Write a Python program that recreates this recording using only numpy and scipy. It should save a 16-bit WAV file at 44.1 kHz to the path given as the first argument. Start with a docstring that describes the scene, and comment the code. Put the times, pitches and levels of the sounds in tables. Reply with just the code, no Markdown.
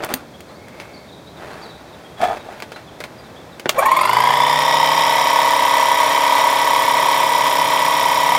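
"""Outdoors, a plug is pushed into a battery pack and a hand knocks about on a small plastic air compressor.
A rocker switch snaps; the motor labours up to speed and drives a piston through a reduction gear.
Every stroke sets the reed valve ringing and blows a puff of air, while the impacts of the gear teeth
force the case into vibration. A bird sings far off, over dull and steady noise."""
import sys
import numpy as np
from scipy import signal
from scipy.fft import rfft, irfft
from scipy.io import wavfile

SR = 44100
rng = np.random.default_rng(int(sys.argv[2]) if len(sys.argv) > 2 else 0)


def output_pcm(signal):
    """Save a mono or channel-first signal as 16-bit PCM at the path in sys.argv[1].

    Samples are clipped to [-1, 1] before scaling.
    """
    pcm = np.clip(np.atleast_2d(signal).T, -1, 1) * 32767
    wavfile.write(sys.argv[1], SR, np.round(pcm).astype(np.int16))


N = 369558
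TIME = np.arange(N) / SR
MOTOR_TEETH, CRANK_TEETH = 12, 55
ON_S = 3.694  # the switch closes
SURGE_DB = 3.5  # a brief swell of wheeze and whine, from about 4.35 to 5.5 s
# response of the case to the gears: f/Hz, relative level/dB
CASE_RESPONSE = [(25, -49), (60, -36), (130, -38), (415, -31), (500, 5.5), (620, 3.5), (740, -3.5),
                 (1100, 8), (1350, -4.5), (1700, -4), (2000, -8.5), (2600, -9), (3500, -7.5), (4500, -14.5),
                 (16000, -34)]


def crank(run_up_s=.2855, stick_turns=.17):
    """First-order run-up: speed in turns/s, and turns made. The crank sticks, then catches up."""
    # the speed that the crank heads for, sagging a little: t/s, speed/(turns/s)
    top_speed = [(5, 34.298), (6.2, 34.241), (7.2, 34.027), (7.7, 34.067), (8.38, 33.75)]
    speed = follow(top_speed)[0] * settle(0, 1, run_up_s)
    turns = np.cumsum(speed) / SR
    return speed, turns - stick_turns * np.tanh(turns / stick_turns) * np.exp(-turns ** 2)


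def valve(turns, sag_hz=25.3, scatter_rad=.98, uneven_db=-.96, upper_ratio=2.09, upper_db=-9):
    """Free vibration of a reed: each stroke throws it open; it rebounds under pressure and slaps shut."""
    # how hard the reed is thrown open: t/s, relative level/dB
    throw = [(3.78, -7), (4.05, -3.5), (4.3, -3), (4.65, -7.5), (6.3, -10), (8.08, -18), (8.36, -4)]
    hz = settle(1193, 964.4, .237) - sag_hz * surge()
    stroke = turns.astype(int)
    slip, size, rebound_db = rng.standard_normal((stroke[-1] + 1, 3))[stroke].T
    cycles = np.cumsum(hz) / SR
    stroke_cycles = cycles - cycles[np.searchsorted(turns, stroke)]
    angle = 2 * np.pi * stroke_cycles + scatter_rad * slip + .21 * wander(250)
    opening = 1.45 * amp(follow(throw)[0]) * kick(turns, .29, .067, .12)
    rebound = amp(settle(-21, -12.5, .5) + rebound_db) * lobe(turns, .6, .11)
    slap = amp(settle(-9, -26, 1.93)) * lobe(turns, .87, .026) * (turns > .5)
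    reed = (opening + rebound + slap) * np.sin(angle)
    reed += amp(upper_db) * opening * np.sin(upper_ratio * angle)
    hush = 1 - lobe(turns, 0, .022)  # the ring falls silent briefly as each turn begins
    return np.sqrt(2) * amp(uneven_db * size) * reed * hush * (1 + .073 * wander(180))


def gear_rattle(turns, jitter_s=.00005, wear_db=4, uneven=.53, loose=.9, mesh=.12, labour=.36):
    """Impact excitation of the case: each tooth strikes with its own force at its own place."""
    strength, offset = rng.standard_normal((2, CRANK_TEETH))
    count = np.arange(1, int(turns[-1] * CRANK_TEETH) - 2)
    tooth = count % CRANK_TEETH
    late, size, slack = rng.standard_normal((len(count), 3)).T
    place = (count + .15 * offset[tooth]) / CRANK_TEETH
    strike_s = np.interp(place, turns, TIME) + jitter_s * late
    load = .67 + .5 * lobe(place, .39, .12) + .86 * lobe(place, .99, .14)  # compression and return
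    flank = rng.choice([-1, 1], CRANK_TEETH)[tooth]
    push = mesh + labour * np.exp(-place / 6)  # the starting torque presses the teeth together
    wear = flank * amp(wear_db * np.tanh(strength[tooth]))
    force = load * (push + wear * (1 + uneven * size) + loose * slack)
    blows = np.bincount((strike_s * SR).astype(int), force, N)[:N]
    rattle = colour(echoes(blows, t60=.031, wet_db=1), CASE_RESPONSE)
    rattle = shelf(rattle, treble_db=settle(-5, 4, .46))  # slow teeth strike softly
    return rattle / np.std(rattle[turns > 1]) * amp(settle(-19, -20, 2.4)) * bite()


def gear_whine(turns, rough_rad=.77, throb=.64):
    """Forced vibration of the case at harmonics of the tooth rate, swelling twice in every turn."""
    # mesh tones: harmonic, first and running relative level/dB, time constant/s
    harmonics = [(1, -24.5, -50, 0.94), (2, -28.5, -37.5, 1.1), (3, -37, -31.5, 1.6)]
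    tones = np.zeros(N)
    for multiple, *level in harmonics:
        angle = 2 * np.pi * multiple * CRANK_TEETH * turns + rough_rad * wander(110)
        tones += amp(settle(*level)) * np.sin(angle)
    load = 1 + throb * np.cos(4 * np.pi * (turns - .36))
    return amp(SURGE_DB * surge()) * colour(bite() * load * tones, CASE_RESPONSE)


def intake(turns, speed, chatter=.37, rest_tuning=.62):
    """Flow noise excites the inlet's resonances: a wheeze that rises in pitch as the flow builds."""
    # indrawn air at full speed: f/Hz, relative level/dB
    spectrum = [(300, -39), (1500, -29), (2000, 8), (2650, -3.5), (3150, 16), (3500, -8.5), (3850, 12),
                (4400, -38), (5000, 9.5), (5700, 8), (6300, -19), (16000, -20)]
    flow = rng.standard_normal(N)
    flap = np.resize(rng.standard_normal(int(SR / speed.max())), N)  # chatters alike on each turn
    rasp = colour(flow + chatter * flap, spectrum) / np.hypot(1, chatter)
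    tuning = rest_tuning + (1 - rest_tuning) * speed / speed.max()
    wheeze = np.interp(np.cumsum(tuning), np.arange(N), rasp)
    suction = .27 + .69 * lobe(turns, .864, .048) + .5 * lobe(turns, .34, .067)
    return amp(settle(-105, -24, .1) + SURGE_DB * surge()) * wheeze * suction * bite()


def exhaust(turns, leak=.31):
    """Turbulence of the expelled air hisses, and each puff makes the outlet's resonances squeal."""
    # expelled air: f/Hz, relative level/dB
    spectrum = [(1000, 14), (6000, 0), (6800, 2.5), (8400, 1.5), (9700, 6.5), (10900, 2.5), (12400, 9.5),
                (12800, -12), (13350, -4), (13750, -5), (14100, 9.5), (14600, 1), (15300, 2), (16000, -26)]
    # outlet resonances: f/Hz, bandwidth/Hz, relative level/dB
    resonances = [(6900, 130, 4), (7580, 72, 0), (8540, 98, 5.5), (9000, 35, 4), (9760, 130, 9.5),
                  (10140, 100, -5), (12550, 180, 9), (13350, 130, 5), (14200, 120, -7), (15200, 130, -9)]
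    flow = leak + 1.09 * lobe(turns, .56, .2) + .19 * lobe(turns, .57, .22)
    hiss = colour(rng.standard_normal(N) * flow, spectrum)
    puff = .81 * kick(turns, .23, .1, .13) * rng.standard_normal(N)
    squeal = sum(amp(db) * resonate(puff, hz, width) for hz, width, db in resonances)
    return (amp(settle(-65, -30.5, .54)) * hiss + amp(settle(-27.5, -36.5, .56)) * squeal) * bite()


def hum(turns, speed, waver=.093, sway_rad=.073):
    """Shaft harmonics grow as speed squared; rotating unbalance shakes the case once per motor turn."""
    # tones of each shaft: multiple of its rotation rate, level at full speed/dB
    motor_orders = [(3, -38.5), (4, -40), (7, -34.5)]
    crank_orders = [(2, -86), (4, -53.5), (8, -42), (9, -44.5), (11, -48.5), (13, -45), (16, -33),
                    (36, -52.5), (38, -48), (58, -34)]
    # shake of the motor: t/s, level/dB
    unbalance = [(3.9, -58), (4.15, -38), (4.8, -38.5), (6.0, -56), (7.1, -46.5), (8.38, -41.5)]
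    tones, gearing = np.zeros(N), CRANK_TEETH / MOTOR_TEETH
    for ratio, orders in ((gearing, motor_orders), (1, crank_orders)):
        for multiple, db in orders:
            angle = 2 * np.pi * (multiple * ratio * turns + rng.random()) + sway_rad * wander(7)
            tones += amp(db) * (1 + waver * wander(14)) * np.sin(angle)
    shake = amp(follow(unbalance)[0]) * np.sin(2 * np.pi * gearing * turns)
    return np.sqrt(2) * (tones * (speed / speed.max()) ** 2 + shake)


def clicks(crack_s=.00062, ring=.59, size=8000):
    """Impulse response of small plastic parts: a short crack, then the decay of densely spaced modes."""
    # plug, cable and switch: t/s, relative level/dB, tilt/(dB/octave), T60/s
    impacts = [(.005, -19, -8, 0.081), (0.037, -13.5, -3.5, 0.027), (.047, -18, 9.5, .021),
               (.091, -28, -0.5, .035), (.115, -19.5, -9, 0.065), (0.1394, -11, 3.5, 0.024),
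               (.406, -31, 2.5, 0.03), (0.683, -36.5, 0.5, 0.072), (.8, -28, -1.5, 0.14),
               (2.215, -19.5, -2.5, .15), (2.239, -18, -2, .11), (2.371, -28.5, -4, .063),
               (2.602, -24.5, -1, .025), (2.623, -20.5, -2, 0.066), (2.719, -25, -2, 0.073),
               (2.761, -30.5, -3.5, 0.26), (3.004, -20.5, -1.5, 0.067), (3.039, -22.5, -1, 0.071),
               (3.597, -25.5, 0, 0.053), (3.6575, -7.5, -7.5, 0.05), (3.6931, -2, 1, 0.032)]
    # hard plastic: f/Hz, relative level/dB
    plastic = [(60, -18), (250, -1), (550, 8), (1100, 7), (2200, 9), (3300, 3.5), (5000, 0), (8000, -5.5),
               (13000, -9.5), (16000, -11)]
    out, t = np.zeros(N), np.arange(size) / SR
    for s, db, tilt_db, t60 in impacts:
        burst = rng.standard_normal(size) * (np.exp(-t / crack_s) + ring * amp(-60 * t / t60))
        add(out, s, amp(db) * colour(burst, plastic, tilt_db))
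    return out


def knocks(soft_s=.0016):
    """Modal ringing: soft blows excite the hollow case, and the plug snaps home once."""
    # blows of the hand: t/s, relative level/dB
    blows = [(2.203, -21), (2.222, -14), (2.2295, -11.5), (2.2338, -8), (2.253, -11.5), (2.284, -17),
             (2.300, -16.5), (2.309, -14), (2.33, -24), (2.487, -27.5)]
    # modes of the hollow case: f/Hz, relative level/dB, T60/s
    shell_modes = [(547, -29, 0.034), (717, 8.5, 0.042), (785, -6.5, 0.12), (950, -14, 0.11),
                   (1237, -9, 0.074), (1736, -14.5, 0.094), (2380, -19, 0.07), (3390, -17.5, 0.065)]
    # modes of the battery case and its spring contact: f/Hz, level/dB, T60/s
    latch_modes = [(259, -21, 0.12), (527, -22, 0.045), (9040, -14, 0.015), (13200, -14, 0.016),
                   (14100, -17, .016)]
    out, ring = np.zeros(N), ringing(shell_modes)
    for s, db in blows:
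        add(out, s, amp(db) * ring * (1 - np.exp(-TIME[:len(ring)] / soft_s)))
    add(out, .1402, ringing(latch_modes))
    return out


def rubbing(slips_per_s=2500, spread_db=3):
    """Stick-slip friction of skin and cable on plastic; each slide swells quickly and fades slowly."""
    # slides: t/s, duration/s, level/dB
    slides = [(0.017, 0.086, -25.5), (0.083, 0.11, -27.5), (0.148, .17, -41.5), (.47, .14, -43.5),
              (0.71, 0.4, -42.5), (1.33, 0.63, -36), (1.75, 0.95, -45), (2.175, 0.33, -29),
              (2.424, 0.44, -39), (2.672, 2.1, -45.5), (3.7, 0.42, -30)]
    # rubbed plastic: f/Hz, relative level/dB
    spectrum = [(80, -3), (250, 1), (700, 10), (1500, 2), (3000, -6), (6000, -17), (13000, -24.5),
                (16000, -29)]
    slips = (rng.random(N) < slips_per_s / SR) * rng.choice([-1, 1], N)
    strength = amp(spread_db * np.minimum(rng.exponential(1, N), 4))
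    level = sum(amp(db) * swell(s, length, skew=.52) ** 2 for s, length, db in slides)
    return level * evened(colour(slips * strength, spectrum))


def squeak(hz=2170, width_hz=130):
    """Friction in the socket drives a resonance of the plug's spring contact."""
    return amp(-48.5) * swell(.51, .62) * resonate(rng.standard_normal(N), hz, width_hz)


def bird(note_s=.0377, arch_hz=60, quaver_hz=700, song_db=9.5):
    """Frequency-modulated whistles: short arched glides, blurred by reverberation over distance."""
    # notes: t/s, mid-note f/Hz, glide/Hz, relative level/dB
    notes = [(.332, 3300, -200, -53), (.475, 4120, -300, -60), (.545, 4530, 500, -60),
             (.93, 4570, 100, -54), (.958, 4360, 700, -54), (1.078, 3600, -480, -54),
             (1.114, 3820, -750, -52), (1.161, 3850, 238, -58), (1.26, 3880, 600, -52.5),
             (1.362, 3650, -400, -54), (1.51, 4200, 600, -57), (1.615, 4550, -400, -49),
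             (1.642, 4000, -500, -52), (1.688, 3850, -500, -51), (1.739, 3770, -700, -55),
             (1.875, 3780, -400, -59), (1.917, 3650, -550, -55), (2.042, 3290, 8, -54),
             (2.165, 3340, -350, -50), (2.39, 3770, -500, -55), (2.738, 4080, 200, -51),
             (2.865, 3400, -500, -53), (3.175, 4850, -350, -57), (3.237, 3720, -800, -56),
             (3.355, 3390, 380, -52), (3.515, 3730, -600, -54)]
    song, u = np.zeros(N), np.linspace(0, 1, int(note_s * SR))
    arch = np.sin(np.pi * u)
    for s, pitch_hz, glide_hz, db in notes:
        hz = pitch_hz + glide_hz * (u - .5) + arch_hz * (arch - 1)
        hz += quaver_hz * rng.standard_normal(len(u))
        add(song, s, amp(db) * arch * np.sin(2 * np.pi * np.cumsum(hz) / SR))
    return amp(song_db) * echoes(song, t60=.5, wet_db=-4)


def ambience(level_db=-40.5):
    """Stationary random noise: the dull sound of the distance outdoors."""
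    # background: f/Hz, relative level/dB
    spectrum = [(15, -29), (25, -57), (66, -3), (153, 0), (463, -3.5), (560, -2), (1230, -12.5),
                (2480, -18.5), (2910, -23), (3430, -19), (10100, -32.5), (11600, -36), (13600, -32),
                (16000, -39)]
    return amp(level_db) * evened(colour(rng.standard_normal(N), spectrum))


def since_on():
    """Seconds since the switch closed."""
    return np.maximum(TIME - ON_S, 0)


def settle(first, running, settle_s):
    """Exponential relaxation from a first to a running value after switch-on."""
    return running + (first - running) * np.exp(-since_on() / settle_s)


def bite(rise_s=.075):
    """Onset transient, 0 to 1, as the drive takes up its load."""
    return 1 - np.exp(-(since_on() / rise_s) ** 3)


def surge():
    """One slow swell near full speed, 0 to 1."""
    return swell(4.35, 1.18)


def swell(start_s, length_s, skew=1):
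    """Half-sine envelope; a skew under 1 brings the peak forward."""
    return np.sin(np.pi * np.clip((TIME - start_s) / length_s, 0, 1) ** skew)


def lobe(turns, place, width):
    """A Gaussian pulse once in every turn of the crank."""
    return np.exp(-.5 * (((turns - place + .5) % 1 - .5) / width) ** 2)


def kick(turns, place, rise, fall):
    """A quick rise and an exponential decay, once in every turn."""
    u = np.maximum(turns % 1 - place, 0)
    return (1 - np.exp(-(u / rise) ** 2)) * np.exp(-u / fall)


def wander(band_hz):
    """Band-limited random fluctuation of rms 1."""
    slow = np.fft.rfftfreq(N, 1 / SR) < band_hz
    return evened(irfft(rfft(rng.standard_normal(N)) * slow, N))


def ringing(modes, size=9000):
    """Superposition of freely decaying modes."""
    t = np.arange(size) / SR
    return sum(amp(db - 60 * t / t60) * np.sin(2 * np.pi * hz * t) for hz, db, t60 in modes)


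def resonate(x, hz, width_hz):
    """A two-pole resonator of unit energy."""
    r = np.exp(-np.pi * width_hz / SR)
    feedback = [1, -2 * r * np.cos(2 * np.pi * hz / SR), r * r]
    return signal.lfilter([1, 0, -1], feedback, x) * np.sqrt((1 - r * r) / 2)


def colour(x, points, tilt_db=0, size=4096):
    """Minimum-phase filter of unit energy with the given spectrum, tilted per octave."""
    hz, db = np.transpose(points)
    octave = np.log2(abs(np.fft.fftfreq(size, 1 / SR)) + 1)
    gain_db = np.interp(octave, np.log2(hz), db) + tilt_db * np.maximum(octave, np.log2(hz[1]))
    spectrum = np.exp(np.conj(signal.hilbert(np.log(amp(gain_db)))))
    response = np.fft.ifft(spectrum).real[:size // 2]
    return signal.oaconvolve(x, response / np.linalg.norm(response))[:len(x)]


def shelf(x, treble_db, corner_hz=1300):
    """Shelving filter: cuts or lifts what lies above the corner."""
    low = signal.sosfiltfilt(signal.butter(2, corner_hz, fs=SR, output="sos"), x)
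    return low + amp(treble_db) * (x - low)


def thin(x, corner_hz=330):
    """Parts much smaller than the wavelength radiate little bass."""
    return signal.sosfilt(signal.butter(2, corner_hz, "high", fs=SR, output="sos"), x)


def echoes(x, t60, wet_db, size=12000):
    """Reverberation: adds a decaying tail of sparse reflections."""
    taps = rng.standard_normal(size) * (rng.random(size) < .1) * amp(-60 * np.arange(size) / SR / t60)
    return x + amp(wet_db) * signal.oaconvolve(x, taps / np.linalg.norm(taps))[:N]


def amp(db):
    return 10 ** (np.asarray(db) / 20)


def evened(x):
    return x / np.sqrt(np.mean(x ** 2) + 1e-20)


def follow(rows):
    """The columns of a curve at every sample."""
    s, *columns = np.transpose(rows)
    return [np.interp(TIME, s, c) for c in columns]


def add(mix, s, sound):
    part = mix[max(round(s * SR), 0):][:len(sound)]
    part += sound[:len(part)]


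def scene(away_s=6.54, away_db_per_s=.5):
    """Superposition of the machine, the handling before it, the bird and the distant noise."""
    speed, turns = crank()
    away = amp(-away_db_per_s * np.maximum(TIME - away_s, 0))  # the microphone backs away from the case
    gears = echoes(gear_rattle(turns) + gear_whine(turns), t60=.12, wet_db=-7)
    case = away * (gears + hum(turns, speed))
    reed = echoes(valve(turns), t60=.11, wet_db=-12)
    air = echoes(intake(turns, speed) + exhaust(turns), t60=.11, wet_db=-9.5)
    handling = echoes(clicks() + knocks() + rubbing() + squeak(), t60=.11, wet_db=-11)
    return (case + thin(reed + air) + handling + bird() + ambience())[None]


def record(dry, edge_hz=16100):
    """Microphone response: narrow notches, clipping at full scale and a band limit."""
    # dead bands of the microphone: f/Hz, width/Hz
    notches = [(2895, 110), (7400, 110), (11750, 610)]
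    hz = np.fft.rfftfreq(N, 1 / SR)
    dips = [1 - .86 * np.exp(-(2 * (hz - centre) / width) ** 2) for centre, width in notches]
    heard = np.clip(irfft(rfft(dry) * np.prod(dips, axis=0), N), -1, 1)
    band_limit = signal.firwin(511, edge_hz, window=("kaiser", 9), fs=SR)
    return signal.oaconvolve(heard, band_limit[None], "same")


dry = scene()
out = record(dry)
output_pcm(out)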